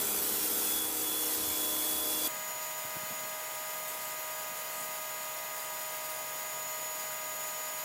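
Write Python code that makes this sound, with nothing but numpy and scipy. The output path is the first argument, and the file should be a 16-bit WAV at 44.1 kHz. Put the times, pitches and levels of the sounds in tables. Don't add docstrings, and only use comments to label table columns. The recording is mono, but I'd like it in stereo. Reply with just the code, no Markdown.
import sys
import numpy as np
from scipy import signal
from scipy.fft import rfft, irfft
from scipy.io import wavfile
from scipy.ndimage import uniform_filter1d

SR = 44100
rng = np.random.default_rng(int(sys.argv[2]) if len(sys.argv) > 2 else 0)


def transcribe(signal):
    frames = np.atleast_2d(signal).T
    limited = np.clip(frames, -1, 1)
    pcm = np.round(limited * 32767).astype(np.int16)
    wavfile.write(sys.argv[1], SR, pcm)


N = 345744
T = np.arange(N) / SR
HZ = np.maximum(np.fft.rfftfreq(N, 1 / SR), 1)
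JUMP_S, SHAFT_HZ, DOUBLE_TIME_HZ = 2.279, 68.065, 137.58

# (frequency [multiple of shaft rate], base level before the jump [dB], base level after it [dB])
MOTOR_HARMONICS = [(1, -65.5, -70.5), (3, -62.5, -73.5), (4, -64.5, -68), (5, -59, -58.5), (6, -54, -57.5),
                   (7, -52, -51.5), (8, -60.5, -59), (9, -56, -50), (11, -61, -67), (12, -61, -57.5),
                   (14, -57.5, -58), (15, -57, -53.5), (16, -67, -68), (18, -60.5, -62.5), (19, -63, -94),
                   (20, -60, -64.5), (21, -78, -68), (22, -63, -61), (23, -71, -70.5), (25, -67, -69),
                   (27, -68, -69.5), (37, -73, -72)]
PUMP_PARTIALS = [(3.5, -67, -68.5), (3.75, -71, -69), (4.543, -49.5, -50), (18.19, -65, -61.5)]
WHINE_HARMONICS = [(48, -67, -68), (49, -57, -60), (50, -46, -47.6), (51, -65, -66), (54, -69, -65),
                   (84, -63, -66), (85, -70, -64), (100, -60, -58)]
# (time [s], gain [dB])
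NINTH_GAIN = [(0, 2), (0.8, -8), (1.03, -12.9), (1.27, -1.4), (2.26, 8.5)]
# (time [s], gain [dB])
WHINE_GAIN = [(0, -5), (0.57, -7), (0.8, 4.5), (0.99, -10.3), (1.08, 3), (1.22, 2.5), (1.32, -5.5),
              (1.55, 1.5), (2.26, 2.8), (2.3, 1), (4.1, -3.2), (5.65, -2), (6.65, 2.5), (7.8, 2)]
# (frequency [Hz], base density [dB per Hz])
ROAR_SPECTRUM = [(15, -121), (33, -104), (58, -90), (125, -87.5), (190, -87.5), (250, -84), (400, -82.5),
                 (510, -81), (570, -85), (750, -80.5), (925, -82.5), (1350, -83.5), (1750, -86),
                 (2300, -89.5)]
# (frequency [Hz], base density [dB per Hz])
JET_SPECTRUM = [(60, -112), (800, -96), (2200, -82), (3000, -81.5), (4400, -80.5), (5600, -78.5),
                (7500, -75), (10000, -73), (13000, -71.5), (15000, -70.5)]
DOUBLE_TIME_JET_SPECTRUM = [(200, -130), (1600, -105), (4400, -86.5), (6000, -86.5), (7500, -83.5),
                            (9300, -86), (11000, -82), (12000, -82), (13200, -79), (15400, -80.5)]
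# (time [s], splash swell [dB])
LANCE_PASSES = [(.45, 1.5), (1.41, 3.5), (2.32, 5), (3.55, 4), (3.95, 6), (4.33, 4), (4.78, 8), (5.22, 4),
                (5.63, 4), (6.07, 1), (7.55, 2)]
# (peak time [s], Gaussian width [s], level before bass cut [dB])
SOFT_BUMPS = [(1.41, 0.032, -56), (1.5, 0.018, -51), (2.372, 0.031, -59), (2.49, .013, -58),
              (2.853, 0.0065, -50), (2.967, 0.0086, -47), (3.036, .006, -50), (3.119, 0.0086, -46.5),
              (3.23, .035, -57), (4.52, 0.013, -57), (4.82, .06, -62)]


def undb(db):
    return 10 ** (np.asarray(db) / 20)


def curve(table):
    return np.interp(T, *np.transpose(table))


def bell(peak_s, width_s):
    return np.exp(-.5 * ((T - peak_s) / width_s) ** 2)


def walk(rate_hz):
    step = max(int(SR / rate_hz), 2)
    held = np.repeat(rng.standard_normal(N // step + 2), step)
    slewed = uniform_filter1d(held[rng.integers(step):][:N], step)
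    return slewed / slewed.std()


def colour(x, spectrum, pace=1):
    hz, db = np.transpose(spectrum)
    gain = undb(np.interp(np.log(HZ / pace), np.log(hz), db))
    return irfft(rfft(x) * gain * np.sqrt(SR / 2), N)


def resonance(x, hz, width_hz):
    return irfft(rfft(x) / (1 + 1j * (HZ ** 2 - hz ** 2) / (HZ * width_hz)), N)


def lowpass(x, hz):
    return signal.sosfilt(signal.ellip(12, .1, 80, hz, fs=SR, output="sos"), x)


def lean(before_db, after_db):
    return before_db + (after_db - before_db) * (1 + np.tanh((T - .72) / .11)) / 2


def shaft(hz, drift, flutter):
    return 2 * np.pi * np.cumsum(hz * (1 + drift * walk(2) + flutter * walk(60))) / SR


def shaft_tones(angle, partials, waver_db, rattle, after_jump=False, swells_db=None):
    out = np.zeros(N)
    for multiple, before_db, after_db in partials:
        db = (after_db if after_jump else before_db) + (swells_db or {}).get(multiple, 0)
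        gain = undb(db + waver_db * walk(5)) * (1 + rattle * walk(45))
        out += np.sqrt(2) * gain * np.sin(multiple * angle + rng.uniform(0, 2 * np.pi))
    return out


def fan_roar(pace, angle, throb):
    return colour(rng.standard_normal(N) * (1 + throb * np.cos(angle)), ROAR_SPECTRUM, pace)


def reflections(x, pace, strength, paths=24):
    out = x.copy()
    for lag_s in np.linspace(.0006, .0031, paths) * rng.uniform(.98, 1.04, paths):
        out += strength * walk(15 * pace) * np.roll(x, int(lag_s * SR))
    return out / out.std()


def jet(pace, spectrum, splash_hz, width_hz, splash_db, hiss_dip, spatter_db, surge_db, echo):
    puddle_db = sum(db * bell(s - .22 / pace, .097 / pace) for s, db in LANCE_PASSES)
    swish_db = sum(db * bell(s, .14 / pace) for s, db in LANCE_PASSES)
    drops = rng.standard_normal(N) * undb(spatter_db * walk(1500 * pace) + surge_db * walk(14 * pace))
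    hiss = colour(reflections(drops, pace, echo), spectrum)
    splash = resonance(hiss, splash_hz, width_hz)
    splash_gain = undb(splash_db + swish_db - .45 * puddle_db)
    return (hiss - splash) * undb(-hiss_dip * puddle_db) + splash * splash_gain


def washer():
    angle = shaft(SHAFT_HZ, drift=.00021, flutter=.00014)
    sixth_db, ninth_db = lean(5, -2), curve(NINTH_GAIN)
    swells_db = {k: sixth_db for k in (3, 6, 20, 22)} | {9: ninth_db, 15: (ninth_db - sixth_db) / 2}
    hum = shaft_tones(angle, MOTOR_HARMONICS, waver_db=.7, rattle=.16, swells_db=swells_db)
    pump = shaft_tones(angle, PUMP_PARTIALS, waver_db=.6, rattle=.048) * undb(lean(-2.5, .5))
    whine = shaft_tones(angle, WHINE_HARMONICS, waver_db=-.6, rattle=.045) * undb(curve(WHINE_GAIN))
    water = jet(.98, JET_SPECTRUM, splash_hz=4330, width_hz=1900, splash_db=-.3,
                hiss_dip=.4, spatter_db=1.2, surge_db=.6, echo=.12)
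    air = fan_roar(.99, angle, throb=.13) * undb(3.5 + .12 * sixth_db)
    boom = resonance(fan_roar(1, angle, throb=.15), 230, 240) * undb(1.5 + 1.05 * sixth_db)
    return hum + pump + whine + air + boom + water * undb(lean(.5, -.2))


def bumps():
    out = np.zeros(N)
    for peak_s, width_s, db in SOFT_BUMPS:
        hz = 80 if peak_s < JUMP_S else 173
        thud = resonance(resonance(rng.standard_normal(N), hz, .64 * hz), hz, 1.1 * hz)
        swell = bell(peak_s, width_s)
        rms = np.sqrt(np.average(thud ** 2, weights=swell + 1e-12))
        bass_cut = signal.butter(3, .31 * hz, "high", fs=SR, output="sos")
        out += signal.sosfilt(bass_cut, undb(db) * swell * thud / rms)
    return out


def washer_in_double_time():
    angle = shaft(DOUBLE_TIME_HZ, drift=.000206, flutter=.00013)
    hum = shaft_tones(angle, MOTOR_HARMONICS, waver_db=.47, rattle=.11, after_jump=True)
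    pump = shaft_tones(angle, PUMP_PARTIALS, waver_db=.5, rattle=.044, after_jump=True)
    whine = shaft_tones(angle, WHINE_HARMONICS, waver_db=1, rattle=.083, after_jump=True)
    whine *= undb(curve(WHINE_GAIN))
    water = jet(2, DOUBLE_TIME_JET_SPECTRUM, splash_hz=7840, width_hz=780, splash_db=-1.9,
                hiss_dip=.03, spatter_db=2, surge_db=.5, echo=.14)
    air = fan_roar(1.96, angle, throb=.092) * undb(-.13)
    return hum + pump + whine + air + water * undb(-.8)


def scene():
    jump = np.clip((T - JUMP_S) / .006 + .5, 0, 1)
    normal = lowpass(washer(), hz=15350)
    mono = (1 - jump) * normal + jump * washer_in_double_time() + bumps()
    return np.array([mono, mono])


def record(dry):
    return lowpass(dry, hz=15750)


dry = scene()
out = record(dry)
transcribe(out)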